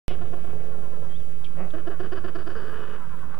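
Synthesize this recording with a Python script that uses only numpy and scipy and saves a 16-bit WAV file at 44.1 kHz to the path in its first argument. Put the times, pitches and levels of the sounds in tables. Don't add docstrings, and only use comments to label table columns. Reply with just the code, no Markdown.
import sys
import numpy as np
from scipy import signal
from scipy.io import wavfile
from scipy.ndimage import uniform_filter1d

SR = 44100
rng = np.random.default_rng(int(sys.argv[2]) if len(sys.argv) > 2 else 0)


def generate_wav(signal):
    frames = np.transpose(np.atleast_2d(signal))
    scaled = np.clip(frames, -1, 1) * 32767
    pcm = np.round(scaled).astype(np.int16)
    wavfile.write(sys.argv[1], SR, pcm)


N = 149499

# resonance in Hz, width in Hz, level in dB.
FAR_RESONANCES = [(970, 220, 0), (1420, 340, -2)]

RASP_HZ, RASP_ROUGH, JITTER, SHIMMER_DB, THROB_DB = 388, .2, .55, 2.6, 1.
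RATTLE_HZ, RATTLE_DB, STRONG_WEAK_DB = 68, 2.3, 3
BREATH = .35
SECOND_BIRD_S = 1.3
HEAD_S, TAIL_DELAY_S, BEAT_DELAY_S, RISE_S, FALL_S = .033, .024, .033, .012, .028
HEAD_ROUGH, TAIL_ROUGH, HEAD_JITTER, TAIL_JITTER = .17, .24, .13, .28
HEAD_ARCH, TAIL_LIFT, TAIL_SAG = .041, 1.35, .42
FAR_SAG, FAR_ROUGH, FAR_JITTER, FAR_SHIMMER_DB = 1.3, .08, .04, 1.
CLICK_WIDTH_HZ = 440
ECHO_DB, HISS_DB, SIDE_DB = -13, -65.5, -63
MURMUR_PATCH_DB, MURMUR_FLICKER_DB = 1.6, .8
LEFT_SHARE, OPEN_S, EDGE_HZ = .188, .0816, 15500


def gain_of(db):
    return 10 ** (np.asarray(db) / 20)


def evened(x):
    return x / np.sqrt(np.mean(x ** 2) + 1e-20)


def curve(rows, t, column=1):
    columns = np.transpose(rows)
    return np.interp(t, columns[0], columns[column])


def add(mix, s, sound):
    part = mix[round(s * SR):][:len(sound)]
    part += sound[:len(part)]


def wander(length, hz):
    lowpass = signal.butter(2, hz, fs=SR, output="sos")
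    motion = signal.sosfilt(lowpass, rng.standard_normal(length + 4000))
    return evened(motion[4000:])


def pulses(hz, jitter, shimmer_db, rough, strong_weak_db=0):
    n = len(hz)
    turns = np.cumsum(hz * np.exp(.3 * jitter * wander(n, 150))) / SR
    shimmer = shimmer_db * np.sqrt(3) * rng.uniform(-1, 1, n)
    alternation = strong_weak_db * (-1) ** np.floor(turns)
    ticks = np.diff(np.floor(turns), prepend=0) * gain_of(shimmer + alternation)
    puffs = (.15 + np.exp(-(turns % 1) / .25)) * rng.standard_normal(n)
    rough = np.clip(rough, 0, 1)
    return (1 - rough) * evened(ticks - ticks.mean()) + rough * evened(puffs)


def resonate(x, hz, width_hz):
    b, a = signal.iirpeak(hz, hz / width_hz / 1.55, fs=SR)
    return signal.lfilter(b, a, signal.lfilter(b, a, x))


def throat(drive, table):
    voice = 0
    for k, (hz, width_hz, db) in enumerate(table):
        voice = voice + (-1) ** k * gain_of(db) * resonate(drive, hz, width_hz)
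    return voice


def voiced(drive, start, treble_db, ring_db, edge_db):
    # resonance in Hz, width in Hz, level in dB.
    chest = [
        [(370, 170, -2), (570, 180, 2)],
        [(352, 190, -1), (510, 190, -.5), (650, 150, -4)],
    ]
    # resonance in Hz, width in Hz, level in dB.
    beak = [(1190, 340, -10), (1670, 250, -12)]
    # resonance in Hz, width in Hz, level in dB.
    upper = [(2500, 300, -23), (3010, 190, -18.5), (3520, 230, -26)]
    # resonance in Hz, width in Hz, level in dB.
    top = [(4650, 390, -27)]
    low = throat(drive, chest[int(start > SECOND_BIRD_S)])
    flutter = 1 + BREATH * np.tanh(wander(len(drive), 3050))
    airy = drive * flutter + BREATH * rng.standard_normal(len(drive))
    high = gain_of(treble_db) * throat(airy, beak)
    high = high + gain_of(ring_db) * throat(airy, upper)
    high = high + gain_of(edge_db) * throat(airy, top)
    return -np.array([low, high]) / np.std(low)


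def bark(start, length, head_db, tail_db, hz, treble_db, edge_db):
    t = np.arange(0, length + 0.027, 1 / SR)
    u = np.clip(t / HEAD_S, 0, 1)
    arch = 1 - HEAD_ARCH * (2 * u - 1) ** 2
    drive = pulses(hz * arch, HEAD_JITTER, SHIMMER_DB, HEAD_ROUGH)
    head = voiced(drive, start, treble_db, treble_db - 3, edge_db).sum(0) * np.sin(np.pi * u)

    sag = TAIL_LIFT - TAIL_SAG * np.sqrt(t / length)
    drive = pulses(hz * sag, TAIL_JITTER, SHIMMER_DB, TAIL_ROUGH)
    delays = np.array([[TAIL_DELAY_S], [BEAT_DELAY_S]])
    entry = np.clip((t - delays) / RISE_S, 0, 1)
    tail = (voiced(drive, start, treble_db + 3, treble_db, edge_db + 2) * entry).sum(0)
    throb = gain_of(THROB_DB * wander(len(t), 45) - 4 * t / length)
    fade = np.clip((length - t) / FALL_S, 0, 1) * throb
    return start, gain_of(head_db) * head + gain_of(tail_db) * fade * tail


def rasp(rows, treble_db):
    t = np.arange(rows[0][0], rows[-1][0], 1 / SR)
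    drive = pulses(RASP_HZ * np.ones(len(t)), JITTER, SHIMMER_DB, RASP_ROUGH, STRONG_WEAK_DB)
    ring_db, edge_db = curve(rows, t, column=2), curve(rows, t, column=3)
    low, high = voiced(drive, t[0], treble_db, ring_db, edge_db)
    rattle_hz = RATTLE_HZ * (1 + .2 * wander(len(t), 30))
    rattle = np.cos(2 * np.pi * np.cumsum(rattle_hz) / SR)
    level = gain_of(curve(rows, t) + THROB_DB * wander(len(t), 45))
    return t[0], (low + high * gain_of(RATTLE_DB * rattle)) * level


def near_birds():
    # start in seconds, length in seconds, head in dB, tail in dB, pitch in Hz,
    # treble in dB, edge in dB.
    barks = [(0.099, 0.084, -38, -43, 355, -5, -15), (0.208, .08, -38.5, -43, 350, -4, -8),
             (0.322, 0.097, -40.5, -45, 345, -4, -14), (0.433, 0.1, -44.5, -46, 340, -3, -14),
             (1.731, 0.093, -34, -39, 315, -4.5, -12), (1.861, 0.093, -34, -37, 350, -4, -10),
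             (1.991, .095, -33, -36.5, 358, -2.5, -5.5), (2.114, 0.092, -34, -37, 355, -1, -2),
             (2.236, 0.079, -36.5, -36.5, 346, 0.5, -3), (2.345, 0.097, -35.5, -41, 345, -0.5, 1.5),
             (2.457, 0.093, -38, -40.5, 340, 1, 2.5)]
    # time in seconds, level in dB, ring in dB, edge in dB.
    rasps = [
        [(.525, -41.5, -12, -20), (.55, -47, -12, -22), (.8, -49, -31, -26), (1.12, -51.5, -16, -14),
         (1.17, -75, -12, -12)],
        [(2.55, -38, -8, -3), (2.575, -42, 0, 4.5), (2.7, -44, 1, 1), (2.8, -44, 4, -5), (2.96, -48, 4.5, -1),
         (3.01, -57.5, 8, -4)],
    ]
    rasp_treble_db = [-9, 4.5]
    out = np.zeros(N)
    for row in barks:
        add(out, *bark(*row))
    for rows, treble_db in zip(rasps, rasp_treble_db):
        add(out, *rasp(rows, treble_db))
    return out


def tone(rows):
    t = np.arange(rows[0][0], rows[-1][0], 1 / SR)
    level = gain_of(curve(rows, t, column=2) + 1.5 * wander(len(t), 60))
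    return t[0], np.sqrt(2) * level * np.sin(2 * np.pi * np.cumsum(curve(rows, t)) / SR)


def croak():
    # time in seconds, hum in Hz, hum level in dB, croak level in dB.
    course = [(1.55, 151.7, -40, -63), (1.58, 157, -49, -43), (1.62, 198, -43, -39),
              (1.66, 174.2, -42, -46), (1.685, 170, -70, -48)]
    # resonance in Hz, width in Hz, level in dB.
    half_shut = [(340, 140, -3), (570, 210, 3), (1240, 260, -9), (1880, 350, -13), (2600, 550, -21)]
    t = np.arange(course[0][0], course[-1][0], 1 / SR)
    drive = pulses(2 * curve(course, t), JITTER, SHIMMER_DB, RASP_ROUGH, STRONG_WEAK_DB)
    grate = -gain_of(curve(course, t, column=3)) * evened(throat(drive, half_shut))
    start, hum = tone(course)
    return start, hum + grate


def squawk():
    # time in seconds, pitch in Hz, level in dB.
    course = [(.07, 446, -48.5), (.1, 427, -48), (.145, 348, -55), (.155, 314, -74)]
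    # resonance in Hz, width in Hz, level in dB.
    small_throat = [(2280, 500, -4.5), (3010, 380, -1), (3760, 930, -15), (5370, 500, -20)]
    t = np.arange(course[0][0], course[-1][0], 1 / SR)
    drive = pulses(curve(course, t), FAR_JITTER, FAR_SHIMMER_DB, HEAD_ROUGH)
    return t[0], gain_of(curve(course, t, column=2)) * evened(throat(drive, small_throat))


def whistle():
    # time in seconds, pitch in Hz, level in dB.
    glide = [(1.095, 3150, -74), (1.11, 3180, -62), (1.148, 3200, -60), (1.168, 3600, -60),
             (1.182, 3720, -74), (1.205, 3350, -66), (1.245, 2920, -73)]
    return tone(glide)


def beak_clicks():
    # time in seconds, peak in dB, ring in Hz.
    snaps = [(1.445, -39, 3180), (1.46, -47, 2430), (1.704, -46, 3300), (3.093, -45.5, 1500),
             (3.189, -42, 1210), (3.344, -32, 1160), (3.375, -36, 800)]
    out, t = np.zeros(N), np.arange(500) / SR
    for s, db, hz in snaps:
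        burst = rng.standard_normal(500) * np.exp(-t / 0.0064)
        snap = resonate(burst, hz, CLICK_WIDTH_HZ)
        add(out, s, gain_of(db) * snap / abs(snap).max())
    return out


def far_note(start, length, db, first_hz, last_hz):
    u = np.arange(0, length, 1 / SR) / length
    hz = first_hz + (last_hz - first_hz) * u ** FAR_SAG
    drive = pulses(hz, FAR_JITTER, FAR_SHIMMER_DB, FAR_ROUGH)
    return start, gain_of(db) * np.sqrt(np.sin(np.pi * u)) * evened(throat(drive, FAR_RESONANCES))


def far_birds():
    # start in seconds, length in seconds, level in dB, first pitch in Hz, last pitch in Hz.
    notes = [(.708, .065, -54, 380, 310), (.815, .062, -53.5, 370, 312), (.912, .066, -54, 350, 306),
             (1.015, .06, -54.5, 340, 308), (1.9, .075, -52, 410, 350), (2.195, .045, -55, 395, 350),
             (2.992, .075, -49, 340, 312), (3.1, .062, -50, 362, 315), (3.205, .058, -52, 385, 340),
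             (3.302, .066, -51, 400, 345)]
    out = np.zeros(N)
    for row in notes:
        add(out, *far_note(*row))
    return out


def chorus():
    # time in seconds, level in dB.
    swell = [(1.4, -62.5), (3., -53.5), (3.39, -54.5)]
    t = np.arange(swell[0][0], swell[-1][0], 1 / SR)
    drive = pulses(RASP_HZ * np.ones(len(t)), JITTER, SHIMMER_DB, 0.43)
    level = gain_of(curve(swell, t) + 2 * THROB_DB * wander(len(t), 33))
    return t[0], level * evened(throat(drive, FAR_RESONANCES))


def shore(x):
    t = np.arange(6000) / SR
    sparse = rng.standard_normal(6000) * (rng.random(6000) < .05)
    taps = sparse * gain_of(-60 * t / 0.21) * (t > .004)
    return signal.oaconvolve(x, taps / np.linalg.norm(taps))[:N]


def shaped(points, patchy_db, flicker_db):
    frames, hz = N // 256 + 5, np.fft.rfftfreq(1024, 1 / SR)
    a, b, patches = rng.standard_normal((frames, 513, 3)).T
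    patches = evened(uniform_filter1d(uniform_filter1d(patches, 10, 0), 10, 1))
    flicker = evened(uniform_filter1d(rng.standard_normal(frames), 8))
    f, db = np.transpose(points)
    spectrum_db = np.interp(np.log(hz + 1), np.log(f + 1), db, left=-90, right=-90)
    level = gain_of(spectrum_db[:, None] + patchy_db * patches + flicker_db * flicker)
    return evened(signal.istft((a + 1j * b) * level, nperseg=1024, noverlap=768)[1][:N])


def wind(t):
    # frequency in Hz, relative level in dB.
    spectrum = [(13, -28), (22, 2), (32, -16.5), (70, -17), (110, -21), (203, -22), (280, -33.5),
                (620, -60)]
    # time in seconds, level in dB.
    level_db = [(.1, -42.5), (1.29, -45.5), (2.5, -44), (3.39, -46)]
    return gain_of(curve(level_db, t)) * shaped(spectrum, patchy_db=-1.0, flicker_db=0.5)


def murmur(t):
    # frequency in Hz, relative level in dB.
    spectrum = [(140, -52), (230, -2), (500, 11.5), (800, -5), (1400, -3), (2200, -10.5), (3430, -13),
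                (6000, -46.5)]
    # time in seconds, level in dB.
    level_db = [(.1, -49.5), (1.3, -53), (3.39, -53.5)]
    noise = shaped(spectrum, patchy_db=MURMUR_PATCH_DB, flicker_db=MURMUR_FLICKER_DB)
    return gain_of(curve(level_db, t)) * noise


def hiss():
    return gain_of(HISS_DB) * shaped([(1, 0), (20000, 0)], patchy_db=2.5, flicker_db=0.85)


def side_noise():
    # frequency in Hz, relative level in dB per Hz.
    spectrum = [(30, 3.5), (150, 3), (400, -10.5), (900, -24), (3000, -16), (5500, -19.5), (7000, -26),
                (17000, -37.5)]
    return gain_of(SIDE_DB) * shaped(spectrum, patchy_db=0.5, flicker_db=2.7)


def scene():
    t = np.arange(N) / SR
    birds = near_birds() + far_birds() + beak_clicks()
    for call in (croak, squawk, whistle, chorus):
        add(birds, *call())
    mid = birds + gain_of(ECHO_DB) * shore(birds) + wind(t) + murmur(t) + hiss()
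    side = side_noise()
    return np.array([mid + side, mid - side])


def record(dry):
    # time in seconds, offset of the right channel (full scale 1).
    offset = [(.08, -.183), (1.6, -.18), (2., -.165), (2.45, -.147), (2.95, -.123), (3.39, -.125)]
    t = np.arange(N) / SR
    shift = curve(offset, t) * np.array([[LEFT_SHARE], [1]])
    wet = (dry + shift) * (t > OPEN_S)
    wet = np.pad(wet, ((0, 0), (0, 400)), "edge")
    lowpass = signal.firwin(511, EDGE_HZ, window=("kaiser", 9), fs=SR)
    return signal.oaconvolve(wet, lowpass[None], "same")[:, :N]


dry = scene()
out = record(dry)
generate_wav(out)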